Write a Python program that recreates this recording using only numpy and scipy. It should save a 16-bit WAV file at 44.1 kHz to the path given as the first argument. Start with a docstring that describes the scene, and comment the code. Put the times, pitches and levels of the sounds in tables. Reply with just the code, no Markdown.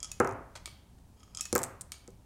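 """Two brass shells drop from a revolver-style air gun: each ticks sharply, thumps a wooden table, bounces.
Gloved hands work the action around the drops. The cylinder drags, its ratchet clicks in runs, its stop
drops in and catches snap, each click a crack plus the ring of the struck part. Sliding metal adds grit.
The room is quiet and slightly live, with a low rumble under it all."""
import sys
import numpy as np
from scipy import signal
from scipy.fft import rfft, irfft, next_fast_len
from scipy.io import wavfile
from scipy.ndimage import uniform_filter1d, map_coordinates

SR = 44100
rng = np.random.default_rng(int(sys.argv[2]) if len(sys.argv) > 2 else 0)


def wav_record(signal):
    """Record a signal, one row per channel, as 16-bit PCM in the file named by sys.argv[1]."""
    frames = np.transpose(np.atleast_2d(signal))
    bounded = np.clip(frames, -1, 1)
    # unit amplitude maps onto the largest positive 16-bit level
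    quanta = np.round(bounded * 32767).astype(np.int16)
    wavfile.write(sys.argv[1], SR, quanta)


N = 99225
T = np.arange(int(.8 * SR)) / SR  # time axis of one hit, s

# room tone colour (f/Hz, level/dB)
ROOM_TONE_EQ = [(15, -9), (30, -6.5), (50, 3), (85, 0), (140, -7.5), (210, -10), (300, -16), (450, -23),
                (700, -21.5), (950, -24), (1300, -32.5), (2200, -36), (4000, -36.5), (9000, -36.5),
                (16000, -44)]
# reverb decay by band (f/Hz, t60/s)
REVERB_DECAY = [(200, 0.33), (1500, 0.82), (4000, 0.49), (8000, 0.26), (15000, 0.44)]

# the cylinder dragging as it turns (t/s, length/s, level/dB)
CYLINDER_DRAGS = [(.0, .11, -63), (1.162, 0.18, -71.5), (1.348, .06, -65.5)]
# metal sliding on metal (t/s, length/s, level/dB)
METAL_SLIDES = [(0.5536, 0.011, -45), (0.569, 0.0091, -53), (0.983, 0.0069, -68), (1.053, 0.0021, -83)]
# colour of a slide (f/Hz, level/dB)
SLIDE_EQ = [(200, -19), (600, 4.5), (1200, 5), (2500, 1), (5000, -1.5), (7500, -0.5), (10000, -9.5),
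            (12500, -16), (16000, -41)]
# cylinder ratchet clicks (t/s, level/dB, brightness/dB per octave, decay factor)
RATCHET_HITS = [(.0026, -42.5, -0.5, 1.3), (.0292, -25.5, 0.5, 0.74), (.0446, -34, -1, 1.32),
                (.0536, -44.5, -3, 1.49), (1.1975, -65, 10.5, 1.3), (1.2035, -63.5, -8.5, 2.3),
                (1.231, -56.5, -9.5, 1.2), (1.2335, -55.5, 3, 1.6), (1.2785, -64, -13.5, 0.44),
                (1.3485, -34.5, 1, 1), (1.372, -30.5, -1, 1.12), (1.386, -32, -2.5, 0.37),
                (1.395, -42, -6, 1.7)]
# ring of the gun frame (f/Hz, level/dB, t60/s)
FRAME_MODES = [(1275, -18, 0.035), (2370, -27, 0.051), (3260, -8.5, 0.021), (5093, -5.5, 0.021),
               (5450, 0, 0.0077), (6400, -31.5, 0.015), (6590, 3.5, 0.0071), (7400, -16, 0.0051),
               (8950, -8.5, 0.012), (9900, -5.5, 0.0092)]
# colour of the frame's crack (f/Hz, level/dB)
FRAME_CRACK_EQ = [(300, -35), (1800, -17.5), (4200, -10.5), (5500, -2.5), (7300, 3.5), (10000, -18.5),
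                  (11500, -20), (16000, -40)]
# the cylinder stop dropping in after a run (t/s, level/dB, brightness/dB per octave, decay factor)
STOP_HITS = [(.1161, -32, 1, 0.87), (1.4088, -25.5, 3, 0.98), (1.454, -34.5, -1, 1.2)]
# ring of the stop (f/Hz, level/dB, t60/s)
STOP_MODES = [(1220, -23.5, 0.049), (2550, -11, 0.053), (3280, -28, 0.023), (5670, 0, 0.017),
              (6450, -8, 0.019), (6840, 2, 0.015), (7700, -2.5, .016), (9270, -2.5, 0.0097),
              (10740, -13, 0.016), (13200, -24, .012)]
# colour of the stop's crack (f/Hz, level/dB)
STOP_CRACK_EQ = [(300, -13), (1800, -6), (4200, -3), (5500, 0.5), (7300, 0.5), (10000, -9), (12500, -14),
                 (16000, -24)]
# catches snapping home (t/s, level/dB, brightness/dB per octave, decay factor)
CATCH_HITS = [(.6577, -30.5, 0, 0.87), (.6758, -49, -7.5, 1.2), (1.9193, -30.5, 1, 0.9),
              (1.9405, -49, -5.5, 0.82)]
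# ring of a catch (f/Hz, level/dB, t60/s)
CATCH_MODES = [(1236, -18, 0.037), (2280, -12, 0.045), (3200, -4, 0.012), (4520, -5, 0.019),
               (6500, -12, .012), (6890, -4, .012), (8890, -2, 0.015), (12020, -12, 0.012)]
# colour of a catch's crack (f/Hz, level/dB)
CATCH_CRACK_EQ = [(300, -14.5), (1500, -11), (4000, -4), (8500, -4), (10500, -14.5), (13000, -14.5),
                  (16000, -30)]

# shells landing on the table (t/s, level/dB, low-pass f/Hz, room tail level/dB)
LANDINGS = [(0.2027, -15.5, 1860, -2), (0.2486, -25.5, 2180, -2), (.2768, -36, 1190, -1.5),
            (1.529, -20, 423, -3), (1.556, -21, 2840, -2), (2.0817, -40.5, 440, -7.5)]
# body of the table top (f/Hz, level/dB, t60/s)
TABLE_MODES = [(99.2, -15.5, 0.11), (313, -2.5, 0.024), (392, -5, 0.21), (503, 2, 0.064), (769, 8, 0.0096),
               (1058, -2, 0.022), (1313, 2.5, 0.036), (1468, -4.5, 0.023), (1556, -4, 0.021),
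               (2127, -1, 0.013), (2380, -0.5, 0.0088)]
# long resonances a thump leaves in the room (f/Hz, level/dB, t60/s)
BOOM_MODES = [(107, -31, .9), (256, -24, .55), (391, -17, .33), (524, -21, .48), (677, -27, .62),
              (812, -24, .5), (894, -28, .55), (1078, -25, .48), (1197, -27, .45), (1260, -25, .42),
              (1328, -21, .35)]
# colour of the noisy wash after a thump (f/Hz, level/dB)
WASH_EQ = [(50, -34), (85, 0), (140, 1), (200, -9.5), (270, -2), (600, -2), (1300, -2), (1700, -9),
           (2200, -12), (3000, -21), (4500, -60.5), (9000, -74)]
# a shell's rim striking (t/s, level/dB, ping f/Hz, hiss level/dB, overtone level/dB)
RIM_HITS = [(0.2005, -15, 6730, -14.5, -30.5), (.2470, -31, 7200, -13, -28.5), (.2740, -28, 6200, -15, -12),
            (0.292, -37, 7360, -11, -18), (.3116, -36.5, 6300, -30, -25), (.3240, -48.5, 6660, -2.5, -25),
            (.3346, -48, 7000, -10, -24), (1.5281, -13.5, 5780, -7.5, -21), (1.553, -11.5, 7340, -19.5, 3),
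            (1.5610, -20, 7200, -0.5, -19.5), (1.5800, -14, 7560, -31, -5),
            (1.5905, -21.5, 7700, -9, -13.5), (1.6179, -26, 7460, -9.5, -47),
            (1.6323, -13.5, 7800, -21, -26), (1.6374, -13.5, 8240, -34, -9), (1.6397, -23.5, 8340, -8, -32),
            (1.6466, -25, 8050, -23, -22.5), (1.6508, -32, 8200, -22, -13),
            (1.8104, -22.5, 8250, -21.5, -16), (1.8135, -23, 8450, -41.5, -16),
            (1.8154, -35, 8060, -17, -9.5), (1.8183, -25, 8280, -22, -32), (1.8217, -41, 8340, -26, -15),
            (2.0774, -35, 6560, -13.5, -22), (2.105, -47.5, 6800, -11, -20)]
# colour of the rim's contact hiss (f/Hz, level/dB)
RIM_HISS_EQ = [(300, -20), (1500, 9.5), (3200, -7), (5200, -0.5), (7300, 6), (9800, 6.5), (12000, 0),
               (16000, -15.5)]


def amp(db):
    """Decibels to gain."""
    return 10 ** (np.asarray(db) / 20)


def unit(x):
    """Scale to rms 1."""
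    return x / np.sqrt(np.mean(x ** 2) + 1e-20)


def along(points, hz):
    """Read a (f/Hz, value) curve on a log frequency axis."""
    f, v = np.transpose(points)
    return np.interp(np.log(hz + 1), np.log(f + 1), v)


def filtered(x, response):
    """Zero-phase EQ; response maps Hz to gain."""
    size = next_fast_len(len(x) + 8192)
    return irfft(rfft(x, size) * response(np.fft.rfftfreq(size, 1 / SR)), size)[:len(x)]


def noise(eq, size):
    """Coloured noise of rms 1."""
    return unit(filtered(rng.standard_normal(size), lambda hz: amp(along(eq, hz))))


def lowpass(x, hz, order):
    """Causal low-pass."""
    return signal.sosfilt(signal.butter(order, hz, fs=SR, output="sos"), x)


def fade(t60):
    """Decay envelope, 60 dB down after t60 seconds."""
    return np.exp(-np.log(1000) * T / t60)


def rise(attack_s):
    """Attack envelope."""
    return 1 - np.exp(-T / attack_s)


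def gate(length_s, attack_s, release_s):
    """Attack, hold and release envelope."""
    return rise(attack_s) * np.exp(-np.maximum(T - length_s, 0) / release_s)


def ringing(modes):
    """A struck body: one dying sine per mode."""
    return sum(amp(db) * fade(t60) * np.sin(2 * np.pi * hz * T) for hz, db, t60 in modes)


def burst(eq, t60):
    """A dying puff of noise whose energy is set by its decay time."""
    puff = noise(eq, len(T)) * fade(t60)
    return puff * np.linalg.norm(fade(t60)) / np.linalg.norm(puff)


def snap(eq, t60):
    """One clean pulse with the colour and energy of a burst."""
    pulse = filtered(signal.unit_impulse(len(T), 32), lambda hz: amp(along(eq, hz)))
    return pulse * np.linalg.norm(fade(t60)) / np.linalg.norm(pulse)


def add(track, s, sound):
    """Mix a sound in at s seconds."""
    start = round(s * SR)
    track[start:start + len(sound)] += sound[:N - start]


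def room_tone(level_db=-56.5, swing_db=1.95, wobble_hz=8):
    """The bed: faint steady hiss over a slowly wavering rumble."""
    wobble_points = rng.standard_normal(int(N * wobble_hz / SR) + 4)
    wobble = map_coordinates(wobble_points, [np.arange(N) * wobble_hz / SR])
    air = noise(ROOM_TONE_EQ, N)
    rumble = filtered(air, lambda hz: hz < 200)
    return amp(level_db) * (air + rumble * (amp(swing_db * wobble) - 1))


def reverb(x, early_db=-3.5, predelay_s=.004):
    """Wet only: reflections off near walls and a diffuse tail whose mids hang longest."""
    hz, t, bands = signal.stft(rng.standard_normal(len(T)), SR, nperseg=256)
    decay = np.exp(-np.log(1000) * t / along(REVERB_DECAY, hz)[:, None])
    tail = signal.istft(bands * decay, SR, nperseg=256)[1][:len(T)]
    early = rng.standard_normal(len(T)) * fade(t60=.06)
    impulse = tail / np.linalg.norm(tail) + amp(early_db) * early / np.linalg.norm(early)
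    return signal.fftconvolve(x, np.pad(impulse, (round(predelay_s * SR), 0)))[:len(x)]


def cylinder_drags(wet_db=-8):
    """The turning cylinder rubs and makes the frame ring faintly."""
    out = np.zeros(N)
    frame = ringing(FRAME_MODES)
    for s, length, db in CYLINDER_DRAGS:
        friction = signal.fftconvolve(rng.standard_normal(len(T)), frame)[:len(T)]
        rub = unit(lowpass(friction, hz=1200, order=1)) * gate(length, attack_s=.005, release_s=.0052)
        add(out, s, amp(db) * (rub + amp(wet_db) * reverb(rub)))
    return out


def metal_slides(grit_db=1.33, wet_db=-8):
    """Parts rub briefly: gritty noise that bites at once and lets go."""
    out = np.zeros(N)
    for s, length, db in METAL_SLIDES:
        roughness = unit(uniform_filter1d(rng.standard_normal(len(T)), size=40))
        grit = unit(amp(grit_db * roughness))
        rub = noise(SLIDE_EQ, len(T)) * grit * gate(length, attack_s=.00032, release_s=.001)
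        add(out, s, amp(db) * (rub + amp(wet_db) * reverb(rub)))
    return out


def action_clicks(hits, modes, crack_eq, wet_db):
    """Each click is a short crack and the damped ring of the struck part, detuned a little by the grip."""
    out = np.zeros(N)
    attack, grip_detune = rise(attack_s=.0004), .0047
    for s, db, tilt_db, stretch in hits:
        ring = np.zeros(len(T))
        for hz, mode_db, t60 in modes:
            jitter_db, shift, phase = rng.standard_normal(3)
            partial = np.sin(2 * np.pi * (hz * (1 + grip_detune * shift) * T + phase))
            ring += amp(mode_db + jitter_db) * attack * fade(t60 * stretch) * partial
        crack_t60 = .013 * stretch
        direct = ring + amp(.5) * burst(crack_eq, crack_t60) * attack
        send = amp(-2) * ring + amp(-.5) * snap(crack_eq, crack_t60)
        click = direct + amp(wet_db) * reverb(send)
        # brightness pivots at 6 kHz and levels off below 1 kHz
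        tilted = filtered(click, lambda hz: amp(tilt_db * np.log2(np.maximum(hz, 1000) / 6000)))
        add(out, s, amp(db) * tilted)
    return out


def table_thumps(slap_delay_s=.0086, slap_db=-2, low_cut_hz=62):
    """The table top knocks under each landing; a near surface slaps back and the room booms on."""
    out = np.zeros(N)
    knock = lowpass(-ringing(TABLE_MODES) * rise(attack_s=.0005), hz=2300, order=6)
    boom = amp(1) * ringing(BOOM_MODES)
    for s, db, soft_hz, tail_db in LANDINGS:
        wash = amp(-12) * burst(WASH_EQ, t60=.59)
        tail = (boom + wash) * rise(attack_s=.002)
        add(out, s, amp(db) * lowpass(knock + amp(tail_db) * tail, soft_hz, order=2))
        slap = lowpass(lowpass(knock, soft_hz, order=2), hz=1000, order=1)
        add(out, s + slap_delay_s, amp(db + slap_db) * slap)
    # low cut keeps the thumps free of deep bass
    return signal.sosfilt(signal.butter(2, low_cut_hz, "highpass", fs=SR, output="sos"), out)


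def shell_ticks(overtone_hz=13140, wet_db=-13.5):
    """A brass rim strikes: a ping of a few cycles, its overtone and a tiny hiss, almost dry."""
    out = np.zeros(N)
    for s, db, ping_hz, hiss_db, overtone_db in RIM_HITS:
        ping = fade(t60=.0017) * np.sin(2 * np.pi * ping_hz * T)
        overtone = amp(overtone_db) * fade(t60=.0015) * np.sin(2 * np.pi * overtone_hz * T)
        hiss = amp(hiss_db) * burst(RIM_HISS_EQ, t60=.0098)
        tick = (1.4 * (ping + overtone) + hiss) * rise(attack_s=.000049)
        send = lowpass(tick, hz=11000, order=1)  # the room answers duller than the tick
        add(out, s, amp(db) * (tick + amp(wet_db) * reverb(send)))
    return out


def scene():
    """Mono mix of gun action, shells, table and room tone."""
    ratchet = action_clicks(RATCHET_HITS, FRAME_MODES, FRAME_CRACK_EQ, wet_db=-8.5)
    stops = action_clicks(STOP_HITS, STOP_MODES, STOP_CRACK_EQ, wet_db=-7)
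    catches = action_clicks(CATCH_HITS, CATCH_MODES, CATCH_CRACK_EQ, wet_db=-7)
    gun = ratchet + stops + catches + metal_slides() + cylinder_drags()
    return (gun + shell_ticks() + table_thumps() + room_tone())[None]


def record(dry):
    """Brick-wall high cut on the master."""
    top_hz = 15900
    return np.array([filtered(channel, lambda hz: hz < top_hz) for channel in dry])


dry = scene()
out = record(dry)
wav_record(out)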